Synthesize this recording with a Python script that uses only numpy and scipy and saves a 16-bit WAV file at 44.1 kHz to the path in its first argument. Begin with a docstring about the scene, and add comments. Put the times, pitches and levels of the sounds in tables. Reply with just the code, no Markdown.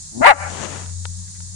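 """A creek hisses thinly and a far engine hums low from start to end. A small dog grumbles behind closed
lips, then its vocal folds give one short, rough bark that rises and falls in pitch. The close microphone
ducks and overloads, and trees and rocks echo the dog. Next, cloth brushes the microphone's left opening,
a few twigs tick, and near the end dry leaves stir faintly."""
import sys
import numpy as np
from scipy import signal
from scipy.fft import rfft, irfft, next_fast_len
from scipy.io import wavfile
from scipy.ndimage import uniform_filter1d, minimum_filter1d, map_coordinates

SR = 44100
rng = np.random.default_rng(int(sys.argv[2]) if len(sys.argv) > 2 else 0)


def unload_audio(sound):
    """Save the sound as a 16-bit wav file, at the path given as the first command line argument."""
    columns = np.transpose(np.atleast_2d(sound))
    # keep every value between -1 and 1, then stretch to whole-number steps
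    steps = np.round(np.clip(columns, -1, 1) * 32767)
    wavfile.write(sys.argv[1], SR, steps.astype(np.int16))


N = 68355


def amp(db):
    """Turn decibels into a number to multiply by."""
    return 10 ** (np.asarray(db) / 20)


def unit(x):
    """Scale a sound to an average power of 1."""
    return x / np.sqrt(np.mean(x ** 2) + 1e-20)


def along(points, hz):
    """Read between a table's (frequency, value) rows, on a log frequency scale."""
    freqs, values = np.transpose(points)
    return np.interp(np.log(hz + 1), np.log(freqs + 1), values)


def curves(rows):
    """Give one value per sample for each column after the time."""
    times, *columns = np.transpose(rows)
    return [np.interp(np.arange(N) / SR, times, column) for column in columns]


def during(rows):
    """True between the times of a table's first and last rows."""
    t = np.arange(N) / SR
    return (t > rows[0][0]) & (t < rows[-1][0])


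def wobble(rate):
    """A smooth curve through `rate` random values a second."""
    return map_coordinates(rng.standard_normal(int(N * rate / SR) + 4), [np.arange(N) * rate / SR])


def filtered(x, response):
    """Multiply each frequency in a sound by response(hz)."""
    size = next_fast_len(N + SR // 2)
    return irfft(rfft(x, size) * response(np.fft.rfftfreq(size, 1 / SR)), size)[..., :N]


def coloured(x, spectrum):
    """Shape a sound's lows and highs by a table, then set its power to 1."""
    return unit(filtered(x, lambda hz: amp(along(spectrum, hz))))


def placed(x, side):
    """Share a sound between left and right, keeping their average gain."""
    def gains(hz):
        pair = amp(np.outer([.5, -.5], along(side, hz)))
        return pair / pair.mean(0)
    return filtered(x, gains)


def lagged(pair, lag_s=.00105):
    """Sound from the side reaches the left channel a little after the right."""
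    return filtered(pair, lambda hz: np.exp(2j * np.pi * lag_s * np.outer([-.5, .5], hz)))


def creek(level_db=-38):
    """Running water makes a fine, steady hiss, different on each side."""
    # tone of the water: f/Hz, level/dB
    spectrum = [(1470, -46.5), (2500, -25), (2900, -28), (3990, -10), (5650, -5.5), (6890, 2), (7910, -2.5),
                (9470, -8), (10500, -19.5), (13600, -73), (22000, -120)]
    # balance: f/Hz, left minus right/dB
    side = [(3000, 14), (4500, 4), (5600, -0.5), (6800, 1), (8000, 1), (9500, -26), (11000, -16)]
    hiss = coloured(rng.standard_normal((2, N)), spectrum)
    return placed(hiss * amp(level_db + 0.49 * wobble(25)), side)


def engine(octave_db=-17.5, rumble_db=-47):
    """A far engine hums a low note and a wavering one an octave up, in low outdoor rumble."""
    # the hum: t/s, pitch/Hz, level/dB
    hum = [(0, 86.57, -45), (.12, 88.07, -51.5), (.3, 88.66, -40.5), (.44, 87.07, -32.5),
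           (.62, 89.13, -38.5), (.8, 91.06, -35), (.97, 88.42, -29.5), (1.1, 88.14, -31),
           (1.22, 89.65, -34), (1.33, 94.3, -43), (1.4, 88.6, -36), (1.55, 92.6, -37)]
    # tone of the rumble: f/Hz, level/dB
    spectrum = [(20, -10.5), (50, 6), (100, -2), (165, 3.5), (230, -14.5), (330, -18), (600, -25.5),
                (1800, -22.5), (3000, -38), (6000, -63)]
    # balance: f/Hz, left minus right/dB
    side = [(100, 7.5), (1000, 7.5)]
    pitch, db = curves(hum)
    phase = 2 * np.pi * np.cumsum(pitch * (1 + 0.0055 * wobble(13))) / SR
    note = amp(db + 0.42 * wobble(11)) * np.sin(phase)
    octave = amp(db + octave_db + 4.2 * wobble(36)) * np.sin(2 * phase)
    rumble = amp(rumble_db) * coloured(rng.standard_normal(N), spectrum)
    return placed(np.sqrt(2) * (note + octave) + rumble, side)


def voice(pitch, halves, thirds, tract, mouth_hz, scatter, count):
    """Vocal folds buzz with overtones; uneven beats in twos or threes add growling tones in between."""
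    jitter, mouth_db, mouth_width_hz = .008, 10.5, 31
    phase = 2 * np.pi * np.cumsum(pitch * (1 + jitter * wobble(450))) / SR
    whole = np.arange(count)[:, None]
    tone, power = np.zeros(N), np.zeros(N)
    for part, strength in [(1, 1), (1 / 2, halves), (1 / 3, thirds), (2 / 3, thirds)]:
        multiple = whole + part
        hz = multiple * pitch
        boost_db = mouth_db / (1 + ((hz - mouth_hz) / mouth_width_hz) ** 2)  # where the mouth rings
        size = amp(along(tract, hz) + boost_db) * strength
        offset = scatter * rng.uniform(-np.pi, np.pi, multiple.shape)
        tone += np.sum(size * np.sin(multiple * phase + offset), 0)
        power += np.sum(size ** 2, 0) / 2
    return tone / np.sqrt(power), phase


def grumble():
    """Low pulses, muffled by the shut muzzle, swell into the bark and return briefly after it."""
    # the grumble: t/s, pitch/Hz, level/dB
    shape = [(.12, 105, -50), (.15, 110, -39), (.176, 116, -28.5), (.192, 125, -30), (.205, 130, -21.5),
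             (.216, 122, -15), (.227, 134, -46), (.325, 186, -49), (.344, 151, -35), (.368, 100, -55)]
    # what the shut muzzle lets through: f/Hz, level/dB
    muzzle = [(60, -27.5), (115, -8), (230, -5.5), (320, -2), (420, -15.5), (620, -16), (1000, -25),
              (3000, -59)]
    pitch, db = curves(shape)
    tone, _ = voice(pitch, halves=0, thirds=0, tract=muzzle, mouth_hz=248, scatter=0, count=8)
    breath = .25 * coloured(rng.standard_normal(N), muzzle)
    return during(shape) * amp(db) * (tone + breath)


def bark(rasp_db=-1, flutter_db=1.0, jaw_hz=1450, bright_hz=2400):
    """The pitch arches; the vocal folds beat in threes at the top, then in twos, and air rasps along."""
    # the bark: t/s, pitch/Hz, level/dB, half-pitch growl/0-1, third-pitch growl/0-1,
    # roughness/0-1, mouth ring/Hz, jaw opening/treble gain
    shape = [(.208, 272, -40, .3, .1, .08, 540, .1), (.217, 290, -17, .3, .1, .1, 570, .2),
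             (.226, 312, -15, .3, .1, .1, 610, .5), (.233, 342, -11, .15, .1, .06, 680, .75),
             (.239, 342, -13, .4, .15, .12, 600, .9), (.247, 348, -8.5, .45, .15, .15, 700, 1.4),
             (.256, 470, -5, .15, .15, .06, 930, 1.1), (.265, 482, 2.5, .12, .15, .1, 940, 1),
             (.271, 586, 2, .05, .5, .12, 860, 1.3), (.287, 590, 1, .05, .35, .05, 640, 1.2),
             (.298, 566, .5, .55, .05, .04, 840, .9), (.311, 535, 2.5, .75, .05, .04, 810, .9),
             (.321, 455, -4.5, .8, .05, .05, 690, .8), (.329, 415, -15, 1, .1, .08, 640, .6),
             (.335, 428, -13, .2, .05, .04, 860, .4), (.345, 410, -36, .2, .05, .15, 830, .4)]
    # what the throat and open mouth let through: f/Hz, level/dB
    throat = [(100, -44.5), (280, -25.5), (460, -11.5), (580, -0.5), (830, 0), (960, -0.5), (1070, -14.5),
              (1190, -0.5), (1420, 3.5), (1750, -5.5), (2080, 0.5), (2350, -8.5), (2600, -10.5),
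              (3100, -21.5), (3700, -30.5), (4250, -22), (4800, -37), (9000, -31.5), (15000, -47.5)]
    pitch, db, halves, thirds, rough, mouth_hz, jaw = curves(shape)
    tone, phase = voice(pitch, halves, thirds, throat, mouth_hz, scatter=1, count=18)
    puffs = 1 + .6 * halves * np.cos(phase / 2) + thirds * np.cos(phase / 3)
    rasp = coloured(rng.standard_normal(N) * puffs, throat)
    sound = np.sqrt(1 - rough) * tone + amp(rasp_db) * np.sqrt(rough) * rasp
    muffled = filtered(sound, lambda hz: 1 / (1 + (hz / jaw_hz) ** 8))
    body = filtered(sound, lambda hz: 1 / (1 + (hz / bright_hz) ** 12))
    highs = (sound - body) * amp(0.2 * db)  # more effort sounds brighter
    sound = muffled + jaw * (body - muffled + highs)  # an open jaw lets the treble out
    return during(shape) * amp(db + flutter_db * wobble(251)) * sound


def woods(x, trees_db=-27.5, rocks_db=-37, rock_delay_s=0.16, rock_spread_s=0.033):
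    """Trees scatter the sound into a fading tail; rocks send back a later cluster of echoes."""
    # how long the echo lasts: f/Hz, time to fade by 60 dB/s
    fade_times = [(200, 1), (800, 1), (2000, 1), (4000, 0.68), (10000, 0.72)]
    hz, t, noise = signal.stft(rng.standard_normal((2, SR)), SR, nperseg=256)
    fade = amp(-60 * t / along(fade_times, hz)[:, None])
    tail = signal.istft(noise * fade, SR, nperseg=256)[1][:, :SR]
    cluster = tail * np.exp(-((np.arange(SR) / SR - rock_delay_s) / rock_spread_s) ** 2)
    trees = amp(trees_db) * tail / np.linalg.norm(tail[0])
    rocks = amp(rocks_db) * cluster / np.linalg.norm(cluster[0])
    return signal.fftconvolve(x, trees + rocks, axes=1)[:, :N]


def cloth(right_db=-28.5):
    """Cloth rubs the microphone's left opening in one grainy stroke."""
    # the stroke: t/s, level/dB
    stroke = [(.44, -45), (.5, -32), (.6, -27.5), (.65, -22.5), (.68, -30.5), (.75, -29), (.82, -34.5),
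              (.86, -42), (.95, -54.5)]
    # tone of the cloth: f/Hz, level/dB
    spectrum = [(40, -21), (150, 6), (300, -1), (650, 0), (1700, -6), (3000, -10), (5200, -15.5),
                (6800, -6), (8500, -20.5), (11000, -45)]
    db, = curves(stroke)
    fibres = coloured(rng.standard_normal(N) * amp(1.3 * wobble(500)), spectrum)
    return during(stroke) * amp(db) * fibres * amp([[0], [right_db]])


def twigs(catch_db=-8, catch_s=.0022, low_hz=400, high_hz=8000):
    """Each twig catches lightly, then snaps with a brief woody ring."""
    # the ticks: t/s, left gain/dB, left minus right/dB, dull above/Hz
    ticks = [(.812, -4, 18.5, 450), (.862, -18.5, 21, 3500), (.895, -22.5, 16, 2500),
             (1.055, -7.5, 35, 7000), (1.405, -23.5, 35, 4000)]
    # notes a twig rings at: f/Hz, level/dB, time to fade by 60 dB/s
    notes = [(544, -28, 0.014), (964, -24, 0.031), (1500, -16, 0.015), (1900, -12.5, 0.0042),
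             (3170, 0, 0.0013), (3800, -11.5, 0.0032)]
    out, t = np.zeros((2, N)), np.arange(SR // 20) / SR
    for snap_s, db, side_db, dull_hz in ticks:
        ring = sum(amp(level - 60 * t / fade_s) * np.sin(2 * np.pi * hz * t) / (1 + (hz / dull_hz) ** 2)
                   for hz, level, fade_s in notes)
        for early_s, part_db in [(catch_s, catch_db), (0, 0)]:
            start = round((snap_s - early_s) * SR)
            out[:, start:start + len(t)] += amp([[db], [db - side_db]]) * amp(part_db) * ring
    return filtered(out, lambda hz: (1 - 1 / (1 + (hz / low_hz) ** 4)) / (1 + (hz / high_hz) ** 8))


def leaves():
    """Dry leaves shift faintly on the ground."""
    # the stirring: t/s, level/dB
    stir = [(1.24, -93), (1.28, -58), (1.32, -77), (1.36, -54), (1.4, -77.5)]
    # tone of the leaves: f/Hz, level/dB
    spectrum = [(600, -37), (1300, -11), (1550, 3), (2000, 0), (2400, -8), (4000, -29)]
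    db, = curves(stir)
    return during(stir) * amp(db) * coloured(rng.standard_normal(N), spectrum)


def scene():
    """Add up the dog, its echo, the small noises and the background."""
    # the dog's balance: f/Hz, left minus right/dB
    side = [(150, 8.5), (700, 7.5), (1400, 10), (1900, 7.5), (2250, -8.5), (2900, 0), (3750, 15), (4300, 3),
            (6500, 1), (9000, -14.5), (14000, -5)]
    dog = placed(bark() + grumble(), side)
    return lagged(dog + engine()) + woods(dog) + cloth() + twigs() + leaves() + creek()


def record(dry, limit_db=-3.5, hold_s=0.045, recover_db_per_s=108, ceiling=1.1, top_hz=16000):
    """A limiter turns loud sound down and slowly back up; peaks that slip past it are squashed."""
    power = np.abs(uniform_filter1d(np.mean(dry ** 2, 0), size=300))
    excess_db = np.maximum(10 * np.log10(power + 1e-12) - limit_db, 0)
    hold = 2 * int(hold_s * SR / 2) + 1
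    held_db = -minimum_filter1d(-excess_db, hold, origin=hold // 2)
    ramp = recover_db_per_s * np.arange(N) / SR
    duck_db = np.maximum.accumulate(held_db + ramp) - ramp  # jumps up, then sinks at a steady rate
    ducked = dry * amp(-uniform_filter1d(duck_db, size=200))
    squashed = ducked / (1 + np.abs(ducked / ceiling) ** 6) ** (1 / 6)
    return filtered(squashed, lambda hz: hz < top_hz)


dry = scene()
out = record(dry)
unload_audio(out)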